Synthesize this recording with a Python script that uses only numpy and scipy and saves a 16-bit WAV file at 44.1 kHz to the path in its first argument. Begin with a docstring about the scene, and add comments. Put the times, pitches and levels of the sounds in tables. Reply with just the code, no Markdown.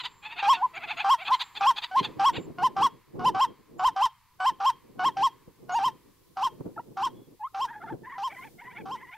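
"""A ditch in a grassy wetland, with waterhen calls from straight ahead of a stereo microphone.
Short honks, mostly in pairs, one reedy and one hoarse, slow and fade: each starts as a low,
period-doubled croak and breaks up into a loud arched note. Quick raspy clucks, with a throat resonance,
chatter between the first honks and, softer, between the last, after two small whimpers. The banks
scatter the calls. Wind rumbles at the microphone, grass hisses faintly, thin high tones come and go."""
import sys
import numpy as np
from scipy import signal
from scipy.fft import rfft, irfft, next_fast_len
from scipy.io import wavfile
from scipy.ndimage import uniform_filter1d, minimum_filter1d

SR = 44100
rng = np.random.default_rng(int(sys.argv[2]) if len(sys.argv) > 2 else 0)


def master_out(mix):
    """Clip the mix to full scale and print it as 16-bit PCM to the path in sys.argv[1]."""
    frames = np.transpose(np.atleast_2d(mix))
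    ceiling = np.clip(frames, -1, 1)
    pcm = np.round(ceiling * 32767).astype(np.int16)
    wavfile.write(sys.argv[1], SR, pcm)


N = 404397


def amp(db):
    """Decibels to gain."""
    return 10 ** (np.asarray(db) / 20)


def unit(x):
    """Scales to rms 1."""
    return x / np.sqrt(np.mean(x ** 2) + 1e-20)


def read(points, hz):
    """Reads a curve of (Hz, value) points on a log-frequency axis."""
    f, value = np.transpose(points)
    return np.interp(np.log(hz + 1), np.log(f + 1), value)


def follow(rows, t):
    """The other columns of a curve, read at t along its first column."""
    s, *columns = np.transpose(rows)
    return [np.interp(t, s, c) for c in columns]


def add(mix, s, sound):
    """Adds a sound at s seconds."""
    at = round(s * SR)
    sound = sound[max(-at, 0):]
    part = mix[max(at, 0):][:len(sound)]
    part += sound[:len(part)]


def noise(spectrum, size):
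    """Noise of rms 1, shaped by (Hz, dB) points."""
    n = next_fast_len(size)
    gain = amp(read(spectrum, np.fft.rfftfreq(n, 1 / SR)))
    return unit(irfft(rfft(rng.standard_normal(n)) * gain, n)[:size])


def waver(hz, size):
    """Random drift of rms about 1, rolling off above hz."""
    n = next_fast_len(size + 4096)
    lowpass = np.exp(-(np.fft.rfftfreq(n, 1 / SR) / hz) ** 2)
    return unit(irfft(rfft(rng.standard_normal(n)) * lowpass, n))[:size]


def stack(partials, turns):
    """Harmonics, given as (multiple, dB), on a phase counted in cycles."""
    return sum(amp(db) * np.sin(2 * np.pi * round(k) * turns) for k, db in partials)


def air(air_db=-69):
    """Still outdoor air and a fine hiss, as of grass, all around the microphone."""
    # Each row: frequency in Hz, relative level in dB.
    air_spectrum = [(25, 5), (60, 4.5), (130, 5.5), (330, -22), (650, -30.5), (1050, -13.5), (1400, -19),
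                    (2100, -20), (3200, -17), (5000, -18), (9000, -37), (15500, -37)]
    # Each row: time in seconds, relative level of the hiss in dB.
    grass_levels = [(0, -73), (1.3, -66), (3.4, -71.5), (6.5, -67), (8.2, -69), (8.4, -59.5), (8.65, -67),
                    (9.17, -67.5)]
    grass_spectrum = [(1000, -11), (4000, -5.5), (9000, -6), (12500, -3), (15500, -4.5)]
    rustle = amp(follow(grass_levels, np.arange(N) / SR)[0] + 1)
    still = unit(noise(air_spectrum, N) + .84 * np.array([noise(air_spectrum, N) for _ in range(2)]))
    return amp(air_db) * still + rustle * np.array([noise(grass_spectrum, N) for _ in range(2)])


def wind(lumps_db=6.5, lumps_hz=14, rise_share=.63, shared=.35):
    """Wind on the microphone: lumpy rumble, largely unrelated left and right, with dull buffets."""
    # Each row: time in seconds, relative strength in dB.
    gusts = [(0.0, -61.5), (1.02, -57.5), (1.48, -65), (1.7, -54.5), (1.82, -70.2), (2.04, -46), (2.8, -42),
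             (3.06, -65), (3.18, -33.5), (3.66, -59), (3.76, -42.5), (4.22, -86.6), (4.32, -72.5),
             (5.2, -43.5), (5.42, -62), (5.82, -56.5), (6.34, -66), (6.46, -47.1), (7.32, -54), (7.48, -86),
             (7.62, -46), (7.74, -60), (7.94, -37.5), (8.14, -60.5), (8.86, -49), (9.16, -70.5)]
    # Each row: time in seconds, relative peak in dB, decay in seconds.
    buffets = [(0.49, -42, .02), (2.012, -26.5, .012), (2.383, -23.5, 0.0097), (2.63, -35.5, 0.019),
               (4.519, -40.5, 0.014), (4.9, -45, 0.0091), (5.069, -37.5, 0.024), (5.481, -38, .007),
               (5.64, -46, 0.036), (5.87, -41.5, 0.024), (6.609, -23.5, 0.0054), (6.664, -26, 0.012),
               (8.8, -40.5, 0.018)]
    # Each row: frequency in Hz, relative level in dB.
    rumble = [(30, -18), (85, -14.5), (125, -0.5), (200, -3.5), (350, -1), (480, -4.5), (620, -16.5),
              (900, -22), (1500, -38), (3000, -59.5)]
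    t = np.arange(N) / SR
    level = amp(follow(gusts, t)[0] - 2 + lumps_db * np.tanh(waver(lumps_hz, N)))
    for s, db, decay_s in buffets:
        level += amp(db - 5) * np.exp(-abs(t - s) / (decay_s * np.where(t < s, rise_share, 1)))
    return level * unit(shared * noise(rumble, N) + np.array([noise(rumble, N), noise(rumble, N)]))


def banks(sound, echoes_per_s=2000):
    """Scatter from the banks and reeds: many small echoes that die away quickly."""
    # Each row: frequency in Hz, time to fall 60 dB in seconds.
    decay_times = [(300, 0.28), (1000, 0.22), (3000, 0.35), (8000, 0.057)]
    size = SR // 2
    taps = rng.standard_normal(size) * (rng.random(size) < echoes_per_s / SR)
    hz, t, bands = signal.stft(taps, SR, nperseg=256)
    tail = signal.istft(bands * amp(-60 * t / read(decay_times, hz)[:, None]), SR, nperseg=256)[1]
    return signal.fftconvolve(sound, tail / np.linalg.norm(tail))[:N]


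def wash(calls, gain_db, t60_s):
    """A soft diffuse hiss that the calls feed and that dies away after them."""
    # Each row: frequency in Hz, relative level in dB.
    spectrum = [(500, -28), (1000, 17), (1400, 2), (2100, 5), (3300, -5), (4700, -4), (5400, -20.5),
                (7500, -11.5), (9000, -35)]
    decay = np.exp(-np.log(1e6) / (t60_s * SR))
    power = signal.lfilter([1 - decay], [1, -decay], calls ** 2)
    return amp(gain_db) * np.sqrt(power) * noise(spectrum, N)


def thin_high_tones(flicker_db=3.5, drift_hz=45):
    """Faint, flickering high tones."""
    # Each row: start in seconds, length in seconds, pitch in Hz, level in dB.
    tones = [(0, 0.31, 7330, -67), (.55, 0.18, 7220, -78), (0.752, 0.031, 6830, -60),
             (0.883, 0.03, 6630, -64.5), (0.971, 0.037, 6660, -56), (1.194, 0.44, 7330, -65.5),
             (2.318, 0.15, 7300, -63), (3.78, 0.068, 7250, -60), (4.4, 0.092, 7950, -61),
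             (5.718, 0.05, 6600, -49), (7.12, .16, 3390, -72)]
    track = np.zeros(N)
    for start, length, hz, db in tones:
        n = round(length * SR)
        angle = 2 * np.pi * np.cumsum(hz + drift_hz * waver(120, n)) / SR
        level = amp(db + flicker_db * waver(25, n)) * signal.windows.tukey(n, .2)
        add(track, start, level * np.sin(angle))
    return track


def whimpers(third_db=-33, jitter=.0083):
    """Two soft gliding notes of three harmonics."""
    # One list a note. Each row: time in seconds, pitch in Hz, fundamental in dB, octave in dB.
    glides = [
        [(6.761, 850, -75, -58), (6.766, 864, -41, -52), (6.776, 883, -35, -63.5), (6.779, 650, -43, -31.5),
         (6.787, 670, -38, -32.5), (6.792, 693, -37, -41), (6.797, 940, -30, -70), (6.805, 936, -35.5, -59),
         (6.818, 1010, -66, -73)],
        [(7.395, 854, -54, -79), (7.412, 858, -34.5, -68), (7.424, 828, -36.5, -53), (7.438, 930, -29, -63),
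         (7.453, 1080, -27.5, -57), (7.466, 1055, -36, -59), (7.473, 1240, -33.5, -78), (7.488, 1390, -61, -80)],
    ]
    track = np.zeros(N)
    for glide in glides:
        t = np.arange(glide[0][0], glide[-1][0], 1 / SR)
        hz, base_db, octave_db = follow(glide, t)
        angle = 2 * np.pi * np.cumsum(hz * (1 + jitter * waver(320, len(t)))) / SR
        odd = amp(base_db) * (np.sin(angle) + amp(third_db) * np.sin(3 * angle))
        add(track, t[0], odd + amp(octave_db) * np.sin(2 * angle))
    return track


def cluck(row, course, throat, roughness, resonance_db, width_hz, jitter):
    """A small hoarse syllable: harmonics and puffs of noise through one throat resonance."""
    # The fundamental weakens as the bill opens.
    # Each row: throat resonance in Hz, fundamental against the upper voice in dB.
    fundamental = [(1700, 1.5), (2250, -6.5), (3400, -10.5)]
    peak, low_hz, high_hz, upper_db, throat_hz = row
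    base_db = upper_db + read(fundamental, throat_hz)
    # with the bill wide open the resonance is high, and the cluck is quicker, harsher and brighter
    gape = np.clip((throat_hz - 2700) / 700, 0, 1)
    pace = 1 + .55 * gape
    t = np.arange(course[0][0] / pace, course[-1][0] / pace, 1 / SR)
    n = len(t)
    rise, base_swell_db, upper_swell_db, rough = follow(course, t * pace)
    rough = np.clip(rough * roughness * (1 + gape / 3), 0, 1)
    hz = low_hz + (high_hz - low_hz) * rise
    turns = np.cumsum(hz * (1 + jitter * rough * waver(210, n))) / SR

    def colour(f):
        """The throat in dB: one resonance, and a top that opens with the bill."""
        top_db = -9 * np.clip(2 * (f / throat_hz - 1.35), 0, 1) + 8 * gape * np.clip(f / 2000 - 2, 0, 1)
        return read(throat, f) + resonance_db / (1 + ((f - throat_hz) / width_hz) ** 2) + top_db

    harmonics = unit(stack([(k, colour(k * hz)) for k in range(2, 9)], turns))
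    grid_hz = np.geomspace(200, 16000, 120)
    puffs = unit(noise(np.c_[grid_hz, colour(grid_hz)], n) * (1 + .13 * np.cos(np.pi * turns)))
    upper = (np.sqrt(1 - rough) * harmonics + np.sqrt(rough) * puffs) * amp(waver(120, n))
    base = amp(base_db + base_swell_db) * np.sin(2 * np.pi * turns)
    voice = base + amp(upper_db + upper_swell_db) * upper
    return peak + t[0], voice * signal.windows.tukey(n, .1)


def chatter():
    """Two runs of clucks, a track each: loud and raspy early on, soft and clearer near the end."""
    # Each row: peak in seconds, low and high pitch in Hz, relative level in dB, throat resonance in Hz.
    loud_clucks = [(0.006, 949, 1007, -35, 3060), (0.059, 878, 1008, -31, 3290),
                   (0.264, 815, 878, -37.5, 2660), (0.327, 840, 944, -39, 2530),
                   (0.398, 693.4, 924, -32, 2710), (0.452, 765, 833, -33, 2723),
                   (0.549, 843, 916, -31, 2810), (0.772, 623, 804, -37.5, 2235),
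                   (0.84, 641, 857, -37, 2240), (0.91, 652, 879, -30.5, 2550), (1.004, 646, 876, -29, 2580),
                   (1.219, 622, 778, -37.5, 2420), (1.279, 810, 873, -32.5, 2964),
                   (1.343, 974, 1068, -29.5, 3236), (1.418, 770, 1038, -28.5, 3600),
                   (1.574, 788, 865, -36, 3330), (1.638, 777, 860, -34.5, 2610),
                   (1.783, 792, 858, -32, 3450), (1.843, 884, 977, -31, 3350),
                   (1.995, 988, 1066, -33, 3120), (2.052, 801, 895, -30, 3360),
                   (2.365, 687, 953, -35, 2797)]
    soft_clucks = [(7.702, 808, 945, -45.5, 1490), (7.754, 828, 850, -47, 1580),
                   (7.834, 668, 900, -45, 1300), (7.898, 661, 899, -43, 1300),
                   (8.067, 875, 1037, -46.5, 1730), (8.118, 917, 1110, -46, 1760),
                   (8.157, 901, 1014, -46.5, 1760), (8.322, 554, 810, -45, 2240),
                   (8.385, 995, 1053, -45, 2000), (8.443, 690, 906, -45, 2240),
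                   (8.613, 672, 970, -47, 2090), (8.673, 947, 1018, -45.5, 1950),
                   (8.729, 737, 982, -51.5, 2150), (8.78, 679, 885, -43, 2280),
                   (8.98, 953, 1033, -52, 2300), (9.024, 823, 1037, -48.5, 1990),
                   (9.088, 926, 1040, -50, 2080), (9.143, 696, 894, -46, 2350)]
    # Each row: seconds from the peak of an unhurried cluck, share of the pitch rise,
    # swell of the fundamental and of the upper voice in dB, share of the roughness.
    loud_course = [(-.045, 0.28, -30, -36.5, 1), (-.032, 0.14, -5.5, -9.5, 1),
                   (-.02, 0.088, -6, -6.5, 0.94), (-.008, 0.42, 0, -2, .8), (.004, 1, 6.5, 1.5, 0.6),
                   (0.013, 0.91, 2, -4, 0.27), (0.024, 0.26, -4.5, -14.5, 0.36),
                   (0.042, .1, -23, -21, 0.61)]
    soft_course = [(-.035, .1, -7, -22, 1), (-.015, 0.085, -7.5, 1, 1), (0, 0.475, 1, -1.5, 1),
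                   (0.009, 0.98, 8.5, -0.5, 0.9), (0.017, 1, 6.5, -12.5, .3), (.03, 0.74, -4.5, -2.5, 0.77),
                   (.047, 0.089, -1, -25, 0.76)]
    # Each row: frequency in Hz, gain of the throat in dB.
    loud_throat = [(400, -45), (700, -5), (1300, 0), (1800, -8), (2500, -0.5), (3000, -9.5), (3500, -2),
                   (4100, -5), (4750, -6.5), (5200, -37.5), (6400, -18), (8000, -27.5), (15000, -31.5)]
    soft_throat = [(400, -29), (750, 2), (1400, 4.5), (2200, 5.5), (2700, -6), (3300, 1), (4000, -13),
                   (7000, -17.5), (15000, -50)]
    loud, soft = np.zeros((2, N))
    for row in loud_clucks:
        add(loud, *cluck(row, loud_course, loud_throat,
                         roughness=.52, resonance_db=9.5, width_hz=550, jitter=.045))
    for row in soft_clucks:
        add(soft, *cluck(row, soft_course, soft_throat,
                         roughness=.22, resonance_db=13, width_hz=226, jitter=.057))
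    return loud, soft


def bill(hz, centre_hz=5640, half_width_hz=170, peak_db=18):
    """The open bill's narrow resonance, in dB; it rings as a sinking sixth harmonic passes."""
    return peak_db / (1 + ((hz - centre_hz) / half_width_hz) ** 2)


def croak(age, turns, clear, half_db, octave_db, catch_hz=1330):
    """The rough part of a croak: period doubling, reedy overtones and puffs of rasp; age in seconds."""
    # Each row: multiple of the pitch, relative level in dB.
    reedy_tones = [(2, -1.5), (3, -17.5), (4, -17.5), (6, -26.5)]
    # Each row: frequency in Hz, relative level in dB.
    rasp_spectrum = [(500, -24.5), (750, -2.5), (1200, 8), (1900, 1.5), (2900, 4.5), (3900, -5), (5000, -1),
                     (6400, 1), (6900, -18.5), (15000, -36.5)]
    n = len(age)
    # every other cycle is stronger: a line at one and a half times the pitch
    half = amp(half_db) * np.sin(3 * np.pi * turns + 1.9 * (1 - .52 * clear) * waver(220, n))
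    reedy = amp(octave_db) * stack(reedy_tones, turns + .24 * (1 - clear) * waver(140, n))
    puffs = 1 + 1.1 * np.cos(np.pi * turns)
    spectrum = [(f, db - 10 * clear * (f > 5500)) for f, db in rasp_spectrum]  # reedy: little treble
    snap = 1 + amp(6) * np.exp(-abs(age - .002) / .001)  # the syrinx opens with a click
    rasp = amp(-17 - 7 * clear) * noise(spectrum, n) * puffs * snap
    # a hoarse croak starts with a hard, higher catch
    catch = amp(3) * (1 - clear) * np.exp(-((age - .003) / .005) ** 2)
    return half + reedy + rasp + catch * np.sin(2 * np.pi * catch_hz * age)


def honk(row, crack_s=.0029, crack_depth=.77, fall_db_per_s=1200):
    """A period-doubled croak jumps up into a loud note that sounds overdriven, and sinks again."""
    # Each row: seconds from the crest, share of the pitch rise, share of the swell,
    # then the swell in dB of the odd overtones, the sizzle and the even overtones.
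    arch = [(-.05, 0.0059, 0, -11, -14.5, -7), (-.037, 0.0062, 0.27, -5.5, 8, -7.5),
            (-.025, .28, 0.77, -2, 6.5, -18), (-.0125, .88, 1, 0, -1.5, -13.5),
            (0, 0.97, 0.99, 2.5, 5.5, -19), (.0125, .85, 1, -3.5, 6, -11.5), (.025, .48, 0.83, -21, 12, -1),
            (.04, .33, 0.56, -14, 17, -7)]
    # The reedier, the shorter. Each row: croak's octave in dB, basic hold after the crest in seconds.
    hold = [(-22.5, 0.034), (-0.5, 0.026)]
    # The body that the odd overtones pass. Each row: frequency in Hz, gain in dB.
    body = [(2200, -21.5), (2750, -2), (3250, -1.5), (4200, -12.5), (5000, -11), (5500, -13), (6500, -26),
            (7600, -17), (8250, -39), (8700, -29), (9700, -37.5), (11000, -23), (15500, -51)]
    # Each row: multiple of the pitch, relative level in dB.
    even_tones = [(2, 2.5), (4, -0.5), (6, -12), (8, -19.5), (10, -14.5)]
    # Each row: frequency in Hz, relative level in dB.
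    sizzle_spectrum = [(40, 3), (200, -15), (600, -5), (1500, -18.5), (2100, -18), (2800, 2), (4200, -8),
                       (5700, 0.5), (6700, -13), (7600, -10.5), (8200, -13.5), (8700, -9), (9700, -19),
                       (15500, -19)]
    # Times in seconds at which a note breaks for an instant.
    cracks = [2.841, 3.874, 4.037, 4.057, 5.858, 6.447, 7.055]
    start, crest, low_hz, top_hz, croak_db, crest_db, half_db, octave_db, bright_db = row
    end = crest + follow(hold, octave_db)[0] + .0002 * bright_db  # a gentle note ends sooner
    t = np.arange(start - .012, end + .035, 1 / SR)
    n = len(t)
    rise, swell, odd_db, sizzle_db, even_db = follow(arch, t - crest)
    croaking = 1 - swell
    # a croak with a strong octave is a regular, reedy one: more even tones, less noise
    clear = np.clip(2 + octave_db / 17, 0, 1)
    jitter = (.012 * croaking * (1 - .29 * clear) + .0069 * swell) * waver(480, n)
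    hz = (low_hz + (top_hz - low_hz) * rise) * (1 + jitter)
    turns = np.cumsum(hz) / SR
    level = amp(croak_db * croaking + crest_db * swell)
    tone = level * np.sin(2 * np.pi * turns) * (1 + .049 * croaking * waver(430, n))
    rough = amp(croak_db) * np.sqrt(croaking) * croak(t - start, turns, clear, half_db, octave_db)
    # the loud crest sounds overdriven: odd harmonics and a sizzle
    odd_partials = [(k, read(body, k * hz) + .2 * bill(k * hz)) for k in range(3, 15, 2)]
    odd = amp(bright_db + odd_db - 4 * croaking) * stack(odd_partials, turns + .004 * waver(450, n))
    odd *= 1 + .15 * (1 - clear) * waver(180, n)  # hoarse notes flutter
    even_partials = [(k, db + bill(k * hz) * (1 - clear) * (t > crest)) for k, db in even_tones]
    even = amp(-24 + even_db * (3 - 2.05 * clear)) * stack(even_partials, turns)
    cracked = sum(np.exp(-((t - s) / crack_s) ** 2) for s in cracks)
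    sizzle = amp(-27 + sizzle_db - 7 * clear) * swell * noise(sizzle_spectrum, n)
    sizzle *= (1 + .23 * waver(190, n)) * (1 + 1.53 * cracked)
    drive = min(amp(bright_db + 27), 1)  # a gentle note sounds almost clean
    voice = tone * (1 - crack_depth * cracked) + rough + level * (odd + drive * (even + sizzle))
    opening = amp(np.interp(t - start, [-.012, -.001, .002], [-36, -17, 0]))
    closing = amp(-fall_db_per_s * np.maximum(t - end + .0077, 0))
    return t[0], voice * opening * closing


def scene():
    """Calls and thin high tones sit in the centre, with faint scatter, lingering hiss, wind and air."""
    # Each row: start and crest in seconds, croak and crest pitch in Hz, croak and crest level in dB,
    # then in relative dB the croak's period-doubling line, its octave and the crest's overtones.
    honk_rows = [(0.426, 0.513, 800, 1104, -22, -10.5, -12, -15.5, -11.5),
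                 (0.569, 0.647, 731, 1041, -40.5, -17.5, -7, -2, -47.5),
                 (1.044, 1.123, 785, 1108, -22, -14.5, -6, -17, -12),
                 (1.284, 1.333, 757, 1066, -42, -15, 13, -7.5, -27),
                 (1.608, 1.688, 791, 1104, -22, -14.5, -6, -19, -12.5),
                 (1.912, 1.982, 750, 1094, -35, -15.5, -22, -4.5, -28.5),
                 (2.195, 2.274, 785, 1116, -20.5, -15.5, -10, -17.5, -11),
                 (2.584, 2.655, 719.2, 1060, -33.5, -16, -4, -2.5, -17.5),
                 (2.765, 2.846, 779, 1136, -24.5, -15.5, -5.5, -18, -12.5),
                 (3.193, 3.275, 725, 1051, -35.5, -16, -1, -9.5, -13.5),
                 (3.346, 3.428, 763, 1090, -26, -16.5, -5, -13, -11.5),
                 (3.794, 3.868, 744, 1074, -28, -15.5, -1.5, -12, -14.5),
                 (3.962, 4.042, 774, 1077, -24.5, -16, -8.5, -17.5, -13.5),
                 (4.401, 4.48, 746.5, 1073, -28.5, -17, -3.5, -2.5, -13),
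                 (4.602, 4.679, 783.5, 1090, -27, -16.5, -6, -20, -12.5),
                 (4.993, 5.071, 737, 1101, -28, -18, -5, -3, -11.5),
                 (5.168, 5.251, 779.5, 1108, -25, -17, -30, -19.5, -12.5),
                 (5.693, 5.769, 721, 954, -31, -20, -6, -4, -17.5),
                 (5.787, 5.863, 778, 1074, -26, -19, -13.5, -18, -12.5),
                 (6.369, 6.451, 766, 1089, -29.5, -20, -6, -20.5, -13),
                 (6.97, 7.051, 773.5, 1094, -29, -22, -6, -21, -12.5),
                 (7.545, 7.631, 777, 1089, -30.5, -24, -11, -21.5, -11),
                 (8.18, 8.257, 788, 1081, -32, -26, -14, -21.5, -11.5),
                 (8.856, 8.934, 771, 1077, -37.5, -31, -5.5, -20.5, -12)]
    honks = np.zeros(N)
    for row in honk_rows:
        add(honks, *honk(row))
    loud_clucks, soft_clucks = chatter()
    calls = honks + loud_clucks + soft_clucks + whimpers()
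    centre = calls + thin_high_tones()
    lingering = wash(honks, gain_db=-39, t60_s=2.25) + wash(loud_clucks, gain_db=-18, t60_s=.9)
    return centre + amp(-26.5) * banks(centre) + lingering + wind() + air()


def record(dry, ceiling_db=-14.5, edge_hz=15750):
    """A quick limiter holds down the peaks; then a steep low-pass limits the band."""
    headroom = np.minimum(amp(ceiling_db) / (abs(dry).max(0) + 1e-9), 1)
    limited = dry * uniform_filter1d(minimum_filter1d(headroom, size=90), size=90)
    lowpass = signal.firwin(1023, edge_hz, window=("kaiser", 9), fs=SR)
    return signal.oaconvolve(limited, lowpass[None], "same", axes=1)


dry = scene()
out = record(dry)
master_out(out)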